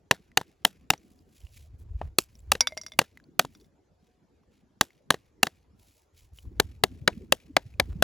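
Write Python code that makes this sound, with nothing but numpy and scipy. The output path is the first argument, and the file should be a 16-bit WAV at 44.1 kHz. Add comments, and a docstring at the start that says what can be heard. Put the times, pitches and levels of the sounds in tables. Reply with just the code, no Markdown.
"""On a lawn, a metal pounder beats a hairy coconut held over a ceramic bowl; a chip of shell bounces in it.
Each blow is banded crush noise with shell modes and a sagging hollow note; each bounce rings the bowl's modes.
Rough strokes of hiss are the husk rubbed in the hands; short pitched snaps are its fibres, and one low knock.
Light wind buffets the microphones as rumble, flutter and puffs, over two faint coos and open air.
Late on the listener stands elsewhere, with the nut further to the left."""
import sys
import numpy as np
from scipy import signal
from scipy.fft import rfft, irfft, next_fast_len
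from scipy.io import wavfile
from scipy.ndimage import uniform_filter1d

SR = 44100
rng = np.random.default_rng(int(sys.argv[2]) if len(sys.argv) > 2 else 0)


def generate_wav(sig):
    """Save sig (samples, or channels by samples) to the path in sys.argv[1] as 16-bit PCM at SR."""
    pcm = np.round(np.clip(np.atleast_2d(sig).T, -1, 1) * 32767).astype(np.int16)
    wavfile.write(sys.argv[1], SR, pcm)


N = 354123  # samples

# Blows, the pounder's small rebounds and, at 2.01 s, a dull handling knock. Each row: start in seconds,
# level in dB, hollow note in Hz, crack note in Hz, tilt in dB an octave.
BLOWS = [(0.1103, -3, 746, 2757, -3), (0.3724, -3.5, 741, 2780, -1.5), (0.4123, -33, 776, 2090, -3),
         (0.649, -2.5, 694, 3210, 1), (0.9023, -4, 689, 2840, 0.5), (0.9347, -24.5, 733.6, 1401, -5),
         (2.0138, -28.5, 600, 1235, -73.5), (2.1846, -4, 334, 4310, 5.5), (2.5177, -4, 755, 2790, 2),
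         (2.5513, -23.5, 433.3, 1240, -5.5), (2.9892, -1, 729, 2450, -1.5), (3.015, -25, 436, 1270, -4),
         (3.3931, -2.5, 721, 2465, 0.5), (3.4485, -34, 843, 1570, -2), (4.81, -3.5, 744, 1867, 1.5),
         (5.104, -3, 745, 2384, -1.5), (5.1417, -26, 396, 1238, -4.5), (5.4297, -3, 736.5, 2788, 1),
         (5.468, -20, 684, 1829, -3), (6.5985, -4.5, 383, 2513, 0), (6.8364, -4, 390, 1520, -1),
         (7.0761, -3, 376, 1570, -6), (7.3221, -3, 509, 3200, 1), (7.5657, -3.5, 513, 2163, -6),
         (7.7978, -6.5, 524, 2100, -3), (8.0237, -4.5, 536, 1580, -1)]
# The nut as heard before and after the move. Each row, for a 0 dB blow: hollow level in dB,
# after-rustle level in dB, crackle level in dB, crush length in ms, left over right in dB.
PLACES = [(-18, -70.5, -25.5, 3.3, 1.17), (-13.5, -66, -29.5, 3.11, 3.5)]
MOVE_S = 6.42  # the listener changes place


def blows():
    """The pounder strikes and rebounds, with one dull handling knock, heard from one place, then another."""
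    nut = np.zeros((2, N))
    for start, *row in BLOWS:
        add(nut, start, blow(*row, *PLACES[start > MOVE_S]))
    return nut


# How far a sideways source parts the two ports. Each row: frequency in Hz, share of the full parting.
ASIDE = [(300, 1), (1300, 0.94), (5500, 0.98), (7500, 0.037)]
# Husk springing back after a blow. Each row: frequency in Hz, level in dB.
SPRING_COLOUR = [(700, -24), (1500, -8), (2400, 1), (3300, -6), (5000, -7.5), (8000, -12), (12000, -12.5),
                 (16000, -21.5)]
HOLLOW_PER_DB, AFTER_PER_DB = -0.85, 0.82  # softer blows are more hollow and stir less husk
HOLLOW_T60_S, DAMP_PER_DB = .03, .25  # a softer touch stays on the shell and damps the hollow sooner


def blow(db, hollow_hz, crack_hz, tilt_db, hollow_db, after_db, crackle_db, crush_ms, pan_db):
    """Husk is crushed for a few ms, shaking the shell, its hollow and the hand; fibres crackle after."""
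    ms = np.arange(12288) / SR * 1000
    noise, spikes = rng.standard_normal((2, len(ms)))
    crack = crushing(ms, noise, spikes, tilt_db, crackle_db, crush_ms)
    crack += .45 * shaken_shell(ms, noise, crack_hz, crush_ms)

    hollow_t60 = HOLLOW_T60_S * gain_of(DAMP_PER_DB * db)
    hollow = np.convolve(hollow_note(hollow_hz, hollow_t60, size=len(ms)), np.hanning(70))
    hollow = peaked(hollow[:len(ms)]) * np.clip(ms / 1.4, 0, 1)  # swells late
    thud = np.convolve(ring(150, 0.031, size=len(ms)), np.hanning(200))
    thud = peaked(thud[:len(ms)])

    hollow_gain = gain_of(hollow_db + HOLLOW_PER_DB * db)
    sound = gain_of(db) * (0.059 * evened(crack) + hollow_gain * (hollow - 0.1 * thud))
    # the husk springs back and the sleeve follows
    add(sound, .01, rub(0.056, 0.2, after_db + AFTER_PER_DB * db, SPRING_COLOUR))

    aside_db = pan_db * read(ASIDE, np.fft.rfftfreq(len(ms), 1 / SR))
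    nearer = gain_of(aside_db / 2) * np.exp(.12j * aside_db)  # the nearer port hears it louder and sooner
    return irfft(rfft(sound) * [nearer, 1 / nearer])[:, :11800]


# Crushing noise by band, treble dying first. Each row: low edge in Hz, high edge in Hz, level in dB,
# fall in dB a ms.
CRUSH_BANDS = [(120, 660, -19.5, 1), (474, 1100, -11, 4.5), (1042, 2200, -6.5, 5.5), (2060, 4270, -5, 6.5),
               (3770, 6840, -8, 6.5), (6010, 9390, -11, 12), (10350, 13000, -12.5, 12.5),
               (12900, 13000, -21, 8.5)]
TREBLE_CUT = .85  # above 3 kHz the crush is shorter, by this power of the pitch


def crushing(ms, noise, spikes, tilt_db, crackle_db, crush_ms):
    """Husk giving way: bands of noise under the contact force, with a spiky crackle as they die."""
    crackle = gain_of(crackle_db - 0.48 * ms) * np.clip(ms / 4, 0, 1)
    crackle = crackle * gain_of(4 * evened(uniform_filter1d(spikes, size=110)))
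    crack = 0
    for low, high, band_db, fall_db in CRUSH_BANDS:
        band_filter = signal.butter(2, [low, high], "band", fs=SR, output="sos")
        band = signal.sosfilt(band_filter, noise)
        band_ms = crush_ms * min(3000 / low, 1) ** TREBLE_CUT
        burst = band * crush(ms, band_ms, fall_db)
        lean_db = tilt_db * np.log2(np.clip(low, 850, 5000) / 2200)  # harder contact, brighter crack
        crack += gain_of(band_db + lean_db) * (evened(burst) + 7.5 * evened(band) * crackle)
    return crack


def crush(ms, crush_ms, fall_db):
    """Contact force: sets in within a ms, holds while the husk gives way, then lets go."""
    return np.clip(ms / 1.0, 0, 1) ** 2 * gain_of(-fall_db * np.maximum(ms - crush_ms, 0))


# The coconut shell's modes. Each row: frequency in Hz, level in dB, 60 dB decay in seconds.
SHELL = [(1300, -4.5, 0.0079), (2150, -6.5, 0.0027), (2826, -1, 0.0062), (3950, -5, 0.0046),
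         (4650, -6.5, 0.0055)]


def shaken_shell(ms, noise, crack_hz, crush_ms):
    """The crushing force rattles the shell's fixed modes and this blow's own crack note."""
    modes = sum(gain_of(db) * ring(hz, t60) for hz, db, t60 in SHELL)
    modes = modes + ring(crack_hz, .007)
    force = noise * crush(ms, crush_ms - .8, 5.6)
    return evened(signal.oaconvolve(force, modes)[:len(ms)])


SAG, SAG_S = 0.4, .003  # under the blow the hollow note starts this share high and settles


def hollow_note(hz, t60, size):
    """The hollow's mode, sagging to its note as the shell relaxes."""
    t = np.arange(size) / SR
    sagging_t = t + SAG * SAG_S * (1 - np.exp(-t / SAG_S))
    return gain_of(-60 * t / t60) * np.sin(2 * np.pi * hz * sagging_t)


# The chip, and later crumbs, bouncing in the bowl. Each row: start in seconds, level in dB,
# share of the wall's low modes in dB, share near 3500 Hz in dB.
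BOUNCES = [(2.607, -1.5, -41.5, -25), (2.6716, -10.5, -43, -10), (2.7072, -53, -6, -25),
           (2.7219, -43, 0.5, -14), (2.775, -22, -20.5, -22.5), (2.814, -34, -40, -36),
           (2.8345, -37, -20, -19), (2.864, -25.5, -36, -24), (2.8824, -41.5, -26, -22),
           (2.9195, -34, -27, -7.5), (2.9354, -46.5, -15.5, -8), (3.55, -44, -34, -16),
           (3.6115, -53, -42, -17), (3.6445, -56.5, -34, -12)]
# The ceramic bowl's modes. Each row: frequency in Hz, level in dB before the touch weighs it,
# 60 dB decay in seconds.
BOWL = [(251, -4.5, 0.22), (500, -0.5, 0.23), (625, 4, .06), (950, -5, 0.17), (1550, -11, .15),
        (2110, 3, 0.06), (2256, -2, 0.16), (3520, 4.5, 0.027), (3853, -12.5, 0.044), (4830, -5, .045),
        (5350, -11.5, 0.0312), (5490, -6.5, 0.02), (5640, -1.5, 0.032), (6300, -17, 0.034),
        (6190, -17, .025), (7040, -15, 0.03), (8094, -22, .025), (11016, -26.5, 0.04)]
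# The chip's knock. Each row: frequency in Hz, level in dB.
KNOCK_COLOUR = [(200, -12), (600, -3), (1500, 3.5), (3000, -1), (5000, -3.5), (7500, -7), (11000, -3.5),
                (16000, -25)]
PING_DB, PING_PER_DB = -0.5, 0.69  # the ping near 2100 Hz follows the wall's share
HIGH_DB, HIGH_PER_DB = -16, -.5  # a spot strong near 3500 Hz is weak near 5200 Hz


def bounces():
    """The chip and crumbs skip in the bowl, each touch cutting short the ring before it."""
    bowl = np.zeros(N)
    flights = np.diff([start for start, *_ in BOUNCES], append=N / SR)
    all_spots = rng.standard_normal((len(BOUNCES), len(BOWL)))
    for (start, *row), free_s, spots in zip(BOUNCES, flights, all_spots):
        add(bowl, start, bounce(*row, free_s, spots))
    return bowl


def bounce(db, low_db, mid_db, free_s, spots):
    """The chip knocks the bowl at a new spot each time; only hard knocks set the long wall modes going."""
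    ping_db = PING_DB + PING_PER_DB * low_db
    high_db = HIGH_DB + HIGH_PER_DB * mid_db
    share = [(500, low_db), (2100, ping_db), (3500, mid_db), (5200, high_db)]
    modes = 0
    for (hz, mode_db, t60), spot in zip(BOWL, spots):
        hardness_db = .9 * db * (t60 > .1)
        modes += gain_of(mode_db + read(share, hz) + 1.1 * spot + hardness_db) * ring(hz, t60)
    ms = np.arange(len(modes)) / SR * 1000
    contact = rng.standard_normal(len(ms)) * (gain_of(-5 * ms) + gain_of(-27 - 0.58 * ms))
    knock = peaked(coloured(contact, KNOCK_COLOUR))
    damped = gain_of(-9 * np.clip(ms - 1000 * free_s, 0, 1))  # the next touch stills much of the ring
    ringing = modes * damped * np.clip(ms / 0.65, 0, 1)
    return gain_of(db) * (ringing + gain_of(-5.5) * knock)


# Hands and sleeves rubbing the husk. Each row: start in seconds, length in seconds, level in dB,
# tilt in dB an octave.
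RUSTLE = [(0.587, .075, -78, -2), (0.96, 0.4, -74, 4), (1.241, 0.48, -66, 3.5), (1.502, 0.21, -61, 3.5),
          (1.775, .08, -69, 7.5), (1.947, 0.16, -71.5, -1), (2.282, 0.23, -71.5, 7), (2.601, 0.52, -69, 4),
          (3.479, 0.25, -71.5, 6), (3.97, .25, -80.5, -.5), (4.489, .16, -74, -1), (5.503, .147, -86, 5),
          (5.74, .38, -66.5, 4.5), (6.12, 0.21, -66, 3), (6.319, 0.17, -62.5, 6)]
# Dry husk, for rubs and snaps. Each row: frequency in Hz, level in dB.
HUSK_COLOUR = [(700, -19.5), (1500, -8), (2400, 1.5), (4000, -3.5), (7000, -6), (11000, -9), (16000, -16.5)]
RISE_SHARE = 0.29  # of a stroke's length


def rustle():
    """Hands and sleeves stroke the husk, some strokes duller and some brighter."""
    hands = np.zeros(N)
    for start, length, db, tilt_db in RUSTLE:
        rise, fall = RISE_SHARE * length, (1 - RISE_SHARE) * length
        add(hands, start, rub(rise, fall, db, tilted(HUSK_COLOUR, tilt_db)))
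    return hands


def rub(rise, fall, db, colour):
    """One stroke of dry fibres: hiss roughened by tiny snaps, swelling and fading."""
    size = round((rise + fall) * SR)
    noise, wobble, chance = rng.standard_normal((3, size))
    sparks = (chance > 2.8) * gain_of(12.0 * np.minimum(chance - 2.8, .6))  # rare, uneven
    snaps = signal.lfilter([1], [1, -.985], sparks)
    grain = (1 + 0.69 * snaps) * gain_of(3.5 * evened(uniform_filter1d(wobble, size=300)))
    ramp = np.interp(np.arange(size) / SR, [0, rise, rise + fall], [0, 1, 0])
    swell = np.sin(np.pi / 2 * ramp) ** 1.8
    return gain_of(db) * swell * evened(coloured(noise * grain, colour))


def tilted(points, tilt_db):
    """Leans a spectrum about 3 kHz."""
    return [(hz, db + tilt_db * np.log2(hz / 3000)) for hz, db in points]


# Single fibres and crumbs snapping, and one low knock at 2.77 s. Each row: start in seconds, level in dB,
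# pitch in Hz.
TICKS = [(0.317, -49, 2000), (0.9783, -47.5, 5840), (1.1907, -57.5, 4840), (1.4162, -56.5, 3105),
         (1.4688, -50, 2840), (1.5725, -50, 2318), (2.354, -47.5, 5600), (2.3917, -50.5, 7600),
         (2.7705, -30, 680), (3.1734, -39, 2020), (3.2002, -50, 1640), (3.2404, -54.5, 4450),
         (3.6005, -55.5, 4400), (4.4344, -62.5, 1110), (4.9053, -49, 2118), (6.3869, -40, 3020),
         (6.4532, -57, 1010), (7.1304, -47, 2570), (7.74, -52, 2490)]
TICK_T60_S = 0.015


def ticks():
    """Single fibres and crumbs snap, and one low, much louder knock falls among them."""
    snaps = np.zeros(N)
    for start, *row in TICKS:
        add(snaps, start, tick(*row))
    return snaps


def tick(db, hz):
    """A short noisy snap or knock with one pitch."""
    fade = gain_of(-60 * np.arange(1500) / SR / TICK_T60_S)
    snap = peaked(coloured(rng.standard_normal(1500) * fade, HUSK_COLOUR))
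    return gain_of(db) * peaked(ring(hz, TICK_T60_S, size=1500) + 0.33 * snap)


# The wind's course. Each row: time in seconds, rumble level in dB, flutter level in dB.
WIND = [(0, -68, -70), (.95, -64.5, -61.5), (1.36, -67, -62.5), (1.41, -50, -81), (1.85, -50.5, -67),
        (1.91, -43, -75), (2.06, -37.5, -67), (2.16, -59, -67), (2.5, -47, -69.5), (2.7, -59, -67),
        (3.5, -64.5, -59), (3.8, -70.5, -71), (5.0, -69, -67.5), (5.7, -61.5, -70.5), (6.1, -73, -81),
        (6.16, -53, -79), (6.42, -56.5, -85), (6.45, -42.5, -52.5), (6.8, -50, -60.5), (7.05, -48.5, -51.5),
        (7.34, -52.5, -53), (7.41, -65.5, -69), (7.51, -52.5, -52.5), (7.7, -52, -60), (7.9, -35.5, -51.5),
        (8.03, -43.5, -51)]
# Low wind rumble. Each row: frequency in Hz, level in dB.
RUMBLE_COLOUR = [(20, -29), (40, -1.5), (65, 3), (100, -4.5), (160, -22.5), (300, -67)]
# Wind flutter. Each row: frequency in Hz, level in dB.
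FLUTTER_COLOUR = [(80, -28), (140, -2), (240, -3), (380, -10), (580, -28), (1000, -54)]
# Single buffets on the ports. Each row: start in seconds, level in dB before a random lean to one side,
# starting pitch in Hz.
BUFFETS = [(1.43, -33.5, 59), (1.898, -27, 67.3), (1.94, -20.5, 59.2), (2.027, -35, 81.6),
           (6.459, -31, 69.3), (6.638, -32.5, 67.3), (7.006, -35.5, 124.7), (7.11, -38.5, 83.4),
           (7.162, -36, 238), (7.219, -41.5, 182), (7.491, -40.5, 300), (7.65, -36, 114.5),
           (7.739, -36, 80.7), (7.907, -25.5, 80.7), (7.948, -33.5, 180.6)]


def wind():
    """Lumpy pressure on the ports: a low rumble, nearly common to both, a looser flutter, single buffets."""
    # likeness of the ports: (Hz, share)
    rumble = hiss(RUMBLE_COLOUR, [(30, 1.0), (150, .94)], patchy_db=2.0, size=2048)
    flutter = hiss(FLUTTER_COLOUR, [(100, 0.43), (500, 1.0)], patchy_db=5.0, size=1024)
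    lumps = gain_of(2.0 * evened(uniform_filter1d(rng.standard_normal(N), size=900)))
    out = follow(WIND, axis=1) * evened(lumps * rumble)
    out += follow(WIND, axis=2) * evened(lumps * flutter)
    t = np.arange(0, .03, 1 / SR)
    for (start, db, hz), (turn, side) in zip(BUFFETS, rng.random((len(BUFFETS), 2))):
        sagging_turns = hz * t * (1 - 2.2 * t) + turn
        puff = np.sin(2 * np.pi * sagging_turns) * np.hanning(len(t))
        lean_db = 7.1 * (side - .5) * np.array([[1], [-1]])
        add(out, start, gain_of(db + lean_db) * puff)
    return out


# Faint far coos. Each row: start in seconds, length in seconds, starting pitch in Hz, level in dB.
COOS = [(0.954, 0.46, 720, -82.5), (3.897, 0.36, 718, -82.5)]


def coos():
    """Two faint coos from far off."""
    far = np.zeros(N)
    for start, *row in COOS:
        add(far, start, coo(*row))
    return far


def coo(length, hz, db):
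    """A soft, slightly rising tone."""
    t = np.arange(0, length, 1 / SR)
    tone = np.sqrt(2) * np.sin(2 * np.pi * hz * (t + 0.04 * t ** 2))
    return gain_of(db) * tone * signal.windows.tukey(len(t), .6)


# Open air. Each row: frequency in Hz, level in dB.
AIR_COLOUR = [(180, -35), (300, -4), (367, -0.5), (1350, -16), (2740, -24), (7060, -26), (9100, -39),
              (11300, -30.5), (13400, -49.5), (17000, -51)]
# How alike the air is at the two ports. Each row: frequency in Hz, left-right likeness as a share.
AIR_SAME = [(300, 0.23), (700, 0.52), (1300, 0.087), (2400, 0.96), (5000, 0.44), (8000, 0.69)]
AIR_DB = -73.5


def open_air():
    """A faint, patchy two-channel hiss under everything."""
    return gain_of(AIR_DB) * hiss(AIR_COLOUR, AIR_SAME, patchy_db=3.5, size=1024)


def gain_of(db):
    """Decibels to gain."""
    return 10 ** (np.asarray(db) / 20)


def evened(x):
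    """Scales to rms 1."""
    return x / np.sqrt(np.mean(x ** 2) + 1e-20)


def peaked(x):
    """Scales to peak 1."""
    return x / np.max(abs(x))


def read(points, hz):
    """Reads a table on a log-frequency axis."""
    f, value = np.transpose(points)
    return np.interp(np.log(hz + 1), np.log(f + 1), value)


def add(mix, start, sound):
    """Lays a sound into the mix at start seconds."""
    part = mix[..., round(start * SR):][..., :sound.shape[-1]]
    part += sound[..., :part.shape[-1]]


def ring(hz, t60, size=6000):
    """One dying mode, falling 60 dB in t60 seconds."""
    t = np.arange(size) / SR
    return gain_of(-60 * t / t60) * np.sin(2 * np.pi * hz * t)


def coloured(x, points):
    """Passes x through a causal (minimum-phase) filter with the given spectrum."""
    log_gain = np.log(gain_of(read(points, abs(np.fft.fftfreq(2048, 1 / SR)))))
    taps = np.fft.ifft(np.exp(np.conj(signal.hilbert(log_gain)))).real
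    return signal.oaconvolve(x, taps[:512])[:len(x)]


def hiss(points, same, patchy_db, size):
    """Two-channel noise with a spectrum, random patches and a left-right likeness."""
    hop = size // 4
    hz = np.fft.rfftfreq(size, 1 / SR)
    a, b, c, d, patches = rng.standard_normal((N // hop + 5, len(hz), 5)).T
    patches = uniform_filter1d(patches, size=5, axis=0)  # across frequency
    patches = evened(uniform_filter1d(patches, size=7, axis=1))  # across time
    same = np.clip(read(same, hz), -1, 1)[:, None]
    left = a + 1j * b
    right = same * left + np.sqrt(1 - same ** 2) * (c + 1j * d)
    z = np.array([left, right]) * gain_of(read(points, hz)[:, None] + patchy_db * patches)
    return evened(signal.istft(z, nperseg=size, noverlap=size - hop)[1][:, :N])


def follow(rows, axis):
    """Gain that follows one dB column of a curve."""
    rows = np.array(rows)
    return gain_of(np.interp(np.arange(N) / SR, rows[:, 0], rows[:, axis]))


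def scene():
    """Near events over rustle, wind and open air."""
    nut = blows()
    small = bounces() + ticks() + rustle() + coos()
    return nut + small + wind() + open_air()


# Phase between the two microphone ports. Each row: frequency in Hz, left port's lead in radians.
PORTS = [(0, 0), (950, -.1), (2930, .4), (5680, -.1), (6900, -.1), (7490, -.9), (8950, -3.14),
         (13250, -9.42), (15300, -12.57), (17000, -12.6)]
EDGE_HZ = 17000  # upper band limit


def record(dry):
    """The ports part in phase in the treble and lose the deepest bass; peaks are squashed; then the band limit."""
    size = next_fast_len(N + 2048)
    hz, lead = np.transpose(PORTS)
    half = np.exp(.5j * np.interp(np.fft.rfftfreq(size, 1 / SR), hz, lead))
    pair = irfft(rfft(dry, size) * [half, half.conj()], size)[:, :N]
    pair = signal.sosfilt(signal.butter(2, 50, "high", fs=SR, output="sos"), pair)
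    squashed = 0.89 * np.tanh(gain_of(1.5) * pair)
    band_limit = signal.firwin(511, EDGE_HZ, window=("kaiser", 9), fs=SR)
    return signal.oaconvolve(squashed, band_limit[None], "same")


dry = scene()
out = record(dry)
generate_wav(out)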